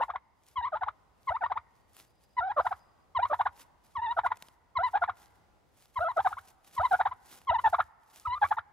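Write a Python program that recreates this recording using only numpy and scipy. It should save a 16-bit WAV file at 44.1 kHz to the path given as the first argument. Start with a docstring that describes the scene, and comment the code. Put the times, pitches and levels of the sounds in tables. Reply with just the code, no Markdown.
"""A tom turkey a few metres away gobbles in bursts on a grassy yard: clear gliding notes, built from
harmonics, end in a noisy pop; a low chest boom, a struck and shaken resonance, lies under them.
Ground and nearby walls scatter the call and far slopes return a long faint echo, both as fading noise.
Feet swish through dry grass (hiss and crackle), twigs tick (tiny noise bursts), an insect trills
faintly (a wavering whistle), and a soft, mostly low background noise stays underneath."""
import sys
import numpy as np
from scipy import signal
from scipy.fft import rfft, irfft
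from scipy.io import wavfile
from scipy.ndimage import uniform_filter1d

SR = 44100
rng = np.random.default_rng(int(sys.argv[2]) if len(sys.argv) > 2 else 0)


def transcribe(signal):
    """Save signal, clipped to [-1, 1], as a 16-bit WAV file at the path in sys.argv[1]."""
    frames = np.atleast_2d(signal).T
    limited = np.clip(frames, -1, 1)
    pcm = np.round(limited * 32767).astype(np.int16)
    wavfile.write(sys.argv[1], SR, pcm)


def to_linear_factor(level_db):
    """Convert decibel levels (scalar or array-like) to linear amplitude factors."""
    exponent = np.asarray(level_db, float) / 20
    return 10 ** exponent


N = 384552

# colour of dry grass and twigs: [f/Hz, relative level per Hz/dB]
GRASS_COLOUR = [(88, -31.5), (150, -7.5), (1160, -5.5), (1650, -8), (6450, -9.5), (9340, -11.5),
                (11800, -4), (13500, -36), (14600, -6.5), (15800, -25)]
# long opening notes of the gobbles; most break between two registers, some stay high;
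# one curve a note: [t/s, pitch f/Hz, level/dB]
OPENING_NOTES = [
    [(0.559, 1081, -44.5), (0.571, 1100, -30), (0.583, 977, -30), (0.613, 799, -38), (0.621, 970, -43),
     (0.643, 929, -30), (0.655, 1040, -28.5), (0.663, 1170, -34), (0.665, 1210, -34.5), (0.675, 998, -32),
     (0.683, 1045, -33.5)],
    [(1.272, 1030, -45.5), (1.28, 1069, -30.5), (1.288, 1032, -26.5), (1.296, 951, -26), (1.306, 692, -34),
     (1.31, 631, -30), (1.316, 657, -32), (1.324, 758, -29.5), (1.332, 754, -44), (1.34, 900, -39.5),
     (1.356, 911, -29), (1.364, 1063, -36.5), (1.368, 1110, -28.5)],
    [(2.369, 983, -36.5), (2.377, 984, -35), (2.389, 1001, -22.5), (2.399, 917, -29), (2.409, 684, -36.5),
     (2.425, 668, -29), (2.431, 726, -31), (2.467, 781, -32), (2.485, 724, -32), (2.497, 846, -37.5),
     (2.509, 810, -27), (2.517, 952, -30), (2.52, 921, -32)],
    [(3.151, 1084, -35.5), (3.163, 1067, -26), (3.177, 933, -24), (3.187, 729, -44.5), (3.193, 690, -25.5),
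     (3.201, 777, -29), (3.211, 785, -39.5), (3.217, 880, -38), (3.227, 990, -32), (3.233, 976, -21),
     (3.247, 927, -32), (3.255, 1064, -23), (3.26, 1027, -38.5)],
    [(3.954, 1090, -42.5), (3.962, 1097, -32.5), (3.974, 938, -30.5), (3.984, 941, -34.5),
     (3.992, 876, -32.5), (4.014, 948, -53.5), (4.026, 946, -29), (4.05, 959, -30.5), (4.074, 864, -33),
     (4.106, 945, -32.5), (4.114, 940, -27), (4.125, 940, -30)],
    [(4.754, 1110, -45), (4.764, 1091, -30.5), (4.774, 1008, -22.5), (4.778, 950, -27), (4.786, 750, -39),
     (4.79, 660, -28), (4.8, 675, -29), (4.822, 772, -30), (4.83, 954, -39.5), (4.836, 1008, -24.5),
     (4.864, 1002, -28), (4.876, 920, -32), (4.888, 1002, -40)],
    [(5.959, 1070, -43), (5.971, 1060, -28.5), (5.977, 976, -29), (5.993, 618, -33.5), (6.001, 611, -57),
     (6.011, 648.5, -27), (6.037, 737, -29.5), (6.049, 636, -30), (6.077, 673, -28), (6.083, 710, -31.5),
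     (6.095, 1023, -31.5), (6.113, 920, -33.5), (6.118, 1000, -34)],
    [(6.766, 1064, -45), (6.776, 1110, -40), (6.782, 1040, -25.5), (6.788, 961, -27), (6.8, 618, -27.5),
     (6.808, 640, -26), (6.818, 744, -26.5), (6.828, 798, -43), (6.834, 932, -26.5), (6.842, 1048, -28),
     (6.854, 1025, -20), (6.862, 910, -27.5), (6.87, 1020, -35.5)],
    [(7.472, 1048, -43), (7.488, 1075, -27.5), (7.502, 928.5, -20.5), (7.512, 679, -27.5),
     (7.516, 654, -28), (7.526, 693, -27.5), (7.532, 773, -26.5), (7.54, 926, -32.5), (7.544, 987, -27),
     (7.562, 878, -22.5), (7.578, 1200, -50.5), (7.592, 970, -26), (7.597, 1060, -32.5)],
    [(8.251, 1150, -52), (8.261, 1300, -29), (8.267, 1282, -34), (8.275, 1013, -29), (8.283, 961, -32),
     (8.293, 967, -35.5), (8.339, 998, -29.5), (8.349, 997, -34), (8.355, 1190, -38.5), (8.379, 1188, -36)],
]
# the shorter notes that follow: most sag, then break upward; a few rise first or break downward:
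# [break t/s, length before/s, length after/s, f before/Hz, f after/Hz, level before/dB, level after/dB]
SWOOP_NOTES = [ (.009, 0.011, .03, 510, 987, -33, -23.5), (.099, 0.015, 0.01, 710, 1150, -38, -28),
               (0.155, .017, .009, 738, 997, -40, -27), (.75, .028, 0.024, 625, 863, -31, -28),
               (0.831, .02, .007, 737, 1014, -29.5, -28), (0.882, 0.018, 0.007, 818, 1070, -34.5, -27),
               (1.435, .025, 0.032, 702.6, 965, -30.5, -27.5), (1.516, .016, 0.0091, 727, 944, -33, -24),
               (1.571, .014, .01, 889, 1032, -31, -27.5), (2.598, .033, 0.015, 531, 692, -24, -24.5),
               (2.665, .018, 0.0077, 721, 993, -28.5, -20), (2.724, .015, 0.0066, 754, 1200, -28, -29.5),
               (3.328, 0.029, 0.019, 557.4, 826, -28, -22), (3.406, 0.014, 0.012, 742, 1035, -25, -22.5),
               (3.464, 0.01, .01, 771, 1054, -24.5, -22), (4.187, 0.021, 0.0088, 655, 943, -26, -20),
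               (4.26, 0.025, 0.012, 687, 1023, -27, -21), (4.316, .011, 0.0055, 870, 940, -35.5, -23.5),
               (4.951, 0.018, 0.026, 716, 807, -26.5, -22), (5.036, 0.021, 0.0068, 684.5, 1030, -24, -22),
               (5.093, 0.015, 0.0084, 740, 1150, -28, -25), (6.188, 0.024, 0.019, 636, 773, -24.5, -22),
               (6.27, .024, 0.0034, 751, 1030, -21.5, -25.5), (6.326, 0.019, 0.0054, 755, 1194, -38, -31.5),
               (6.382, 0.011, 0.005, 1025, 1396, -36.5, -39), (6.951, .041, .006, 731.4, 838, -21, -30.5),
               (7.008, 0.017, 0.0087, 740, 917, -24.5, -18.5), (7.066, .014, .01, 776, 1002, -21, -24),
               (7.12, .007, 0.011, 1007, 1002, -36, -36), (7.674, 0.034, 0.0093, 867.4, 736, -19, -26),
               (7.742, 0.016, 0.0077, 693, 1060, -22.5, -20), (7.8, .017, 0.0069, 753, 1260, -23, -18.5),
               (8.441, 0.026, 0.02, 826.6, 1139, -18.5, -26), (8.523, 0.015, 0.0065, 830, 1240, -21.5, -29),
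               (8.583, .014, 0.0068, 841, 1327, -28, -27), ]


def rms_one(x):
    """Scale a sound to an average strength (rms) of 1."""
    return x / np.sqrt(np.mean(x ** 2) + 1e-20)


def in_time(rows):
    """Join the points of a time table by straight lines, one curve for each column after the time."""
    s, *columns = np.transpose(rows)
    return [np.interp(np.arange(N) / SR, s, c) for c in columns]


def at_hz(points, hz):
    """Read a frequency table at any frequency, along a logarithmic frequency scale."""
    table_hz, values = np.array(points)[:, :2].T
    return np.interp(np.log(np.maximum(hz, 1)), np.log(table_hz), values)


def drift(rate_hz):
    """Slow chance: noise twice through a one-pole low-pass; spread 1."""
    r = np.exp(-2 * np.pi * rate_hz / SR)
    slow = signal.lfilter([1], [1, -2 * r, r * r], rng.standard_normal(N + SR))
    return rms_one(slow[SR:])  # leave out the filter's start


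def coloured(x, spectrum):
    """Make each frequency louder or softer by a spectrum in dB."""
    return irfft(rfft(x) * to_linear_factor(at_hz(spectrum, np.fft.rfftfreq(N, 1 / SR))), N)


def stereo_noise(alike):
    """Two channels sharing part of their noise; alike runs from 0 (nothing) to 1 (all)."""
    mid, side = rng.standard_normal((2, N))
    return np.sqrt(1 + alike) * mid + np.sqrt(1 - alike) * side * [[1], [-1]]


def strikes(rows):
    """One single-sample impulse for each (time in s, strength in dB)."""
    out = np.zeros(N)
    for s, db in rows:
        out[min(round(s * SR), N - 1)] = to_linear_factor(db)
    return out


def at_ports(x):
    """Direct sound reaches the microphone's two ports with a different phase and level."""
    # phase between the ports: [f/Hz, lead of left/radians]
    lead = [(100, .3), (500, .7), (2500, .75), (4500, 1.1), (8500, 1.3), (12000, 2.0), (16000, 1.2)]
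    # level between the ports: [f/Hz, left over right/dB]
    tilt = [(60, -1), (240, -3), (950, 1), (3770, -2), (15000, 0.5)]
    # the microphone turns: [t/s, left over right/dB]
    turn = [(0, 1), (.7, 1.2), (1.4, 1.3), (2.5, -0.5), (4.9, 0), (6.1, 0.5), (8.4, -0.5)]
    hz = np.fft.rfftfreq(N, 1 / SR)
    # each port takes half of the difference, in opposite directions
    half = to_linear_factor(at_hz(tilt, hz) / 2) * np.exp(.5j * at_hz(lead, hz))
    turn_db, = in_time(turn)
    turn_gain = to_linear_factor(turn_db / 2)
    left = irfft(rfft(x) * half, N) * turn_gain
    right = irfft(rfft(x) / half, N) / turn_gain
    return np.array([left, right])


def background_air(level_db=-67, drift_db=1.7):
    """Partly shared stereo noise, strongest in the bass, whose level drifts slowly."""
    # colour of the background: [f/Hz, relative level per Hz/dB]
    air_colour = [(18, -26), (30, -7.5), (81, -13), (127, -17.5), (244, -22.5), (447, -23.5), (860, -23),
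                  (1010, -29.5), (1570, -33.5), (6000, -44), (15800, -53)]
    noise = rms_one(coloured(stereo_noise(0.25), air_colour))
    return to_linear_factor(level_db + drift_db * drift(1)) * noise


def grass(grains_per_s=500, spread_db=5.0, grain_db=-4, level_db=3.5, loose_db=-8):
    """Blades brush as hiss while dry stalks crackle; each step swells and fades."""
    # steps through grass: [t/s, level before the common gain/dB, half length/s]
    steps = [(0.013, -69, 0.038), (0.489, -70, 0.036), (1.279, -77, 0.045), (1.993, -65.5, 0.037),
             (2.605, -64.5, 0.0085), (2.693, -69.5, 0.055), (3.326, -73.5, 0.075), (3.601, -63, 0.023),
             (4.261, -62.5, 0.0078), (4.426, -70.5, 0.047), (4.885, -70, 0.036), (5.196, -69, 0.033),
             (5.803, -69.5, 0.043), (6.01, -70.5, 0.055), (6.287, -62, 0.074), (6.493, -65.5, 0.032),
             (6.741, -64, 0.042), (6.922, -62, 0.064), (7.331, -55.5, 0.038), (7.67, -67.5, 0.067),
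             (7.81, -70.5, 0.032), (8.185, -61, 0.045), (8.464, -63, 0.038)]
    # 16 faint stirrings at random moments, in the same three columns
    stirs = [(when * N / SR, -77 + 2.0 * (4 * size - 2), .022 * (.5 + long))
             for when, size, long in rng.random((16, 3))]
    t = np.arange(0, N, 32) / SR
    power = 0
    for s, db, half_s in steps + stirs:
        distance = np.minimum(abs(t - s) / max(half_s, .005), 30)
        power = power + to_linear_factor(2 * db) / np.cosh(distance) ** 2
    level = np.interp(np.arange(N) / SR, t, np.sqrt(power)) * to_linear_factor(level_db + 3.4 * drift(25))
    sizes = to_linear_factor(spread_db * np.minimum(rng.exponential(1, N), 5))
    hits = sizes * (rng.random(N) < grains_per_s / SR)
    grains = rms_one(signal.lfilter([1], [1, -.9], hits))
    near = at_ports(rng.standard_normal(N) * (1 + to_linear_factor(grain_db) * grains))
    loose = to_linear_factor(loose_db) * stereo_noise(0)
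    return level * rms_one(coloured(near + loose, GRASS_COLOUR))


def opening(note, leap_ratio=1.17, leap_s=.005):
    """Any break of register (a wide pitch step) holds one pitch and leaps quickly where the note is weakest."""
    out = [note[0]]
    for (s0, hz0, db0), (s1, hz1, db1) in zip(note, note[1:]):
        if max(hz0 / hz1, hz1 / hz0) > leap_ratio and s1 - s0 > leap_s:
            s, hz = (s1 - leap_s, hz0) if db1 < db0 else (s0 + leap_s, hz1)
            out.append((s, hz, np.interp(s, [s0, s1], [db0, db1])))
        out.append((s1, hz1, db1))
    return out


def swoop(at, before_s, after_s, old_hz, new_hz, old_db, new_db):
    """Pitch and level of a shorter note: it glides to one pitch, breaks to another and is shut off."""
    break_s, shut_s = .004, .004  # time of the break; time in which the beak shuts
    start, arrive = at - before_s, at + break_s
    end = at + max(after_s, break_s + shut_s)
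    first_hz = min(1.25 * old_hz, 987)
    points = [(start, first_hz, -40),
              (start + min(.006, before_s / 2), np.sqrt(first_hz * old_hz), old_db - 4),
              (start + .7 * before_s, old_hz, old_db),
              (at, old_hz, old_db - 1.5),  # a little softer just before the break
              (arrive, new_hz, new_db)]
    if end - 2 * shut_s > arrive:
        # a held pitch fades a little, then ends in a brief louder, higher flick
        points += [(end - 2 * shut_s, new_hz, new_db - 4), (end - shut_s, new_hz * 1.1, new_db - 3)]
    return points + [(end, new_hz * 1.146, new_db - 10)]


def voice(jitter=0.015, rolloff_db=-7.5, open_hz=900, open_db=4.5, effort=0.16, fickle_db=3.5,
          rasp_db=-28, short_db=4.5, short_jitter=0.028, pop_db=-16, pop_s=0.0089, glide_db=0.1,
          rasp_gain_db=17.5, shimmer_db=.7, rattle_db=1.0):
    """The syrinx sings a near sine with fickle harmonics through the throat; the beak shuts notes with a pop."""
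    # throat and beak colour on the harmonics: [f/Hz, relative level/dB]
    throat = [(450, -23.5), (700, 6), (1000, 0), (1400, 10), (1540, 0), (1680, -8.5), (1800, -8.5),
              (2050, -9), (2550, -17.5), (3050, -15.5), (3800, -10.5), (4400, -27), (5200, -31)]
    out, pops = np.zeros(N), np.zeros(N)
    wobble, flutter = drift(100), drift(110)
    breath = rms_one(coloured(rng.standard_normal(N), throat))
    fickle = np.array([drift(35) for _ in range(8)])
    k = np.arange(1, 9)[:, None]  # harmonic numbers
    upper = k > 2
    octaves = np.log2(k)  # height of each harmonic above the pitch
    for note in [opening(rows) for rows in OPENING_NOTES] + [swoop(*row) for row in SWOOP_NOTES]:
        # a note creeps in faintly; the closing beak flicks the pitch up as it dies
        first, last = note[0], note[-1]
        before = (first[0] - .003, first[1], first[2] - 8)
        after = (last[0] + .006, last[1] * 1.3, last[2] - 10)
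        s, hz, db = np.transpose([before, *note, after])
        short = s[-1] - s[0] < .08  # short notes are duller, rattle and grow raspy
        i = np.arange(max(round(s[0] * SR), 0), min(round(s[-1] * SR), N))
        t = i / SR
        glide_hz = np.interp(t, s, hz)
        pitch = uniform_filter1d(glide_hz, size=80) * (1 + (jitter + short * short_jitter) * wobble[i])
        # pressure builds evenly, so height rather than dB is joined between points
        height = uniform_filter1d(np.interp(t, s, to_linear_factor(db)), size=50)
        # high pitch opens the beak and effort sharpens the cycle: both lift the upper harmonics
        opened = open_db * np.log2(pitch / open_hz) * upper
        slope = rolloff_db + opened + effort * (20 * np.log10(height) + 28)  # dB an octave
        chance_db = np.sqrt(octaves) * fickle_db * fickle[:, i]
        shares = to_linear_factor(at_hz(throat, k * pitch) + octaves * slope - short_db * short * upper + chance_db)
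        # a fast glide dulls the overtones (glide_db is dB for each octave a second)
        gliding = uniform_filter1d(np.abs(np.gradient(np.log2(glide_hz))) * SR, size=200)
        shares *= to_linear_factor(-np.minimum(glide_db * gliding, 15) * upper)
        shares /= np.sqrt(np.sum(shares ** 2, axis=0) / 2)  # same strength whatever the colour
        tone = np.sum(shares * np.sin(k * np.cumsum(2 * np.pi * pitch / SR)), axis=0)
        progress = (t - s[0]) / (s[-1] - s[0])
        rasp = to_linear_factor(rasp_db + rasp_gain_db * short * progress) * breath[i]
        fade = np.clip(np.minimum((t - s[0]) / .005, (s[-1] - t) / .006), 0, 1)
        edges = np.sin(np.pi / 2 * fade)
        unsteady = to_linear_factor((shimmer_db + rattle_db * short) * flutter[i])
        out[i] = edges * height * unsteady * (tone + rasp)
        pops[i[-1] - round(.01 * SR)] = to_linear_factor(db[-3])
    puff = signal.lfilter([1], [1, -np.exp(-1 / (pop_s * SR))], uniform_filter1d(pops, size=44) + 1e-18)
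    soften = signal.butter(4, 5200, fs=SR, output="sos")
    return signal.sosfilt(soften, out + to_linear_factor(pop_db) * puff * breath)


def jolts(lag_s=.022, after_db=-51.5):
    """Every note jolts the air sac a moment after it starts, more weakly under the shorter notes."""
    # jolt under each opening note: [strength before the boom's filter and gain/dB]
    jolt_strengths = [-38.5, -34.5, -41, -39, -38.5, -34.5, -34.5, -29, -31, -33]
    first = [(note[0][0] + lag_s, db) for note, db in zip(OPENING_NOTES, jolt_strengths)]
    return first + [(at - before_s + lag_s, after_db) for at, before_s, *_ in SWOOP_NOTES]


def boom(call, boom_hz=84.5, t60_s=0.1, soft_hz=130, level_db=-1.0, shake_db=-26, shake_s=0.027):
    """The inflated chest thuds softly as air is driven out and keeps shaking while the bird calls."""
    # a resonance that dies by 60 dB in t60_s
    r, w = to_linear_factor(-60 / (t60_s * SR)), 2 * np.pi * boom_hz / SR
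    top, bottom = [0, np.sin(w)], [1, -2 * r * np.cos(w), r * r]
    thuds = signal.lfilter(top, bottom, strikes(jolts()) + 1e-18)
    rumble = rms_one(signal.lfilter(top, bottom, rng.standard_normal(N)))
    slow = np.exp(-1 / (shake_s * SR))
    loudness = signal.lfilter([1 - slow], [1, -slow], np.abs(call))
    chest = thuds + to_linear_factor(shake_db) * rumble * loudness
    return to_linear_factor(level_db) * signal.sosfilt(signal.butter(2, soft_hz, fs=SR, output="sos"), chest)


def yard(x, near_db=-14, near_t60_s=0.048, near_gap_s=0.0047, far_db=-31, far_t60_s=1.9, far_gap_s=0.023,
         echo_s=0.023, echo_db=-26.5):
    """Dense scatter from ground and walls dies fast around one clear echo; a faint far echo lingers."""
    # colour of the returning sound: [f/Hz, gain/dB]
    scatter_colour = [(300, -13), (800, -0.5), (1400, -0.5), (2200, 8.5), (2700, 0), (5000, -10.5)]
    t = np.arange(2 * SR) / SR
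    response = 0
    near = (near_db, near_t60_s, near_gap_s, .6)
    far = (far_db, far_t60_s, far_gap_s, .3)
    for db, t60_s, gap_s, alike in (near, far):
        tail = stereo_noise(alike)[:, :2 * SR] * to_linear_factor(-60 * t / t60_s) * (t > gap_s)
        response = response + to_linear_factor(db) * tail / np.sqrt(np.mean(np.sum(tail ** 2, axis=1)))
    response[:, round(echo_s * SR)] += to_linear_factor(echo_db)  # something a few metres off
    return signal.fftconvolve(coloured(x, scatter_colour)[None], response, axes=1)[:, :N]


def insect(waver=0.01, throb_db=6.0):
    """A thin whistle whose pitch wavers and whose level throbs by chance."""
    # the trill before waver and throb: [t/s, f/Hz, level/dB]
    trill = [(1.36, 4950, -99), (1.42, 4800, -80.5), (1.7, 4880, -101.5), (1.82, 4600, -82),
             (2.05, 4550, -95), (2.13, 4900, -78), (2.5, 4980, -87), (2.8, 4930, -77.5),
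             (3.12, 4880, -99.5)]
    hz, db = in_time(trill)
    wavering_hz = hz * (1 + waver * drift(270))
    return to_linear_factor(db + throb_db * drift(30)) * np.sin(np.cumsum(2 * np.pi * wavering_hz / SR))


def twigs(snap_s=0.0018, level_db=3.5, body_hz=3000):
    """Each tick is a burst of noise about two milliseconds long, coloured like the grass but fuller."""
    # twigs: [t/s, strength before filters and gain/dB]
    ticks = [(2.723, -62), (4.358, -56.5), (4.371, -44), (4.4239, -37), (4.4846, -48), (5.1697, -54.5),
             (5.2297, -54.5), (6.117, -56), (7.3118, -59), (7.3272, -44.5), (8.0336, -63.5), (8.4847, -61),
             (8.4946, -53.5)]
    decay = signal.lfilter([1], [1, -np.exp(-1 / (snap_s * SR))], strikes(ticks) + 1e-18)
    burst = decay * rng.standard_normal(N)
    body = signal.sosfilt(signal.butter(1, body_hz, fs=SR, output="sos"), burst)
    return to_linear_factor(level_db) * at_ports(coloured(burst + 2.7 * body, GRASS_COLOUR))


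def scene():
    """Add the bird, its echoes and the quiet sounds of the yard."""
    call = voice()
    bird = at_ports(call + boom(call))
    return bird + yard(call) + grass() + twigs() + insect() + background_air()


def band_limit(x):
    """A steep low-pass at the top of the band."""
    return signal.sosfilt(signal.butter(12, 16790, fs=SR, output="sos"), x)


def record(dry):
    """The microphone drops the deepest bass and the top."""
    bass_cut = signal.butter(4, 48, "high", fs=SR, output="sos")
    top_cut = signal.cheby2(16, 60, 16400, fs=SR, output="sos")
    mix = signal.sosfilt(np.vstack([bass_cut, top_cut]), dry)
    return band_limit(mix)


dry = scene()
out = record(dry)
transcribe(out)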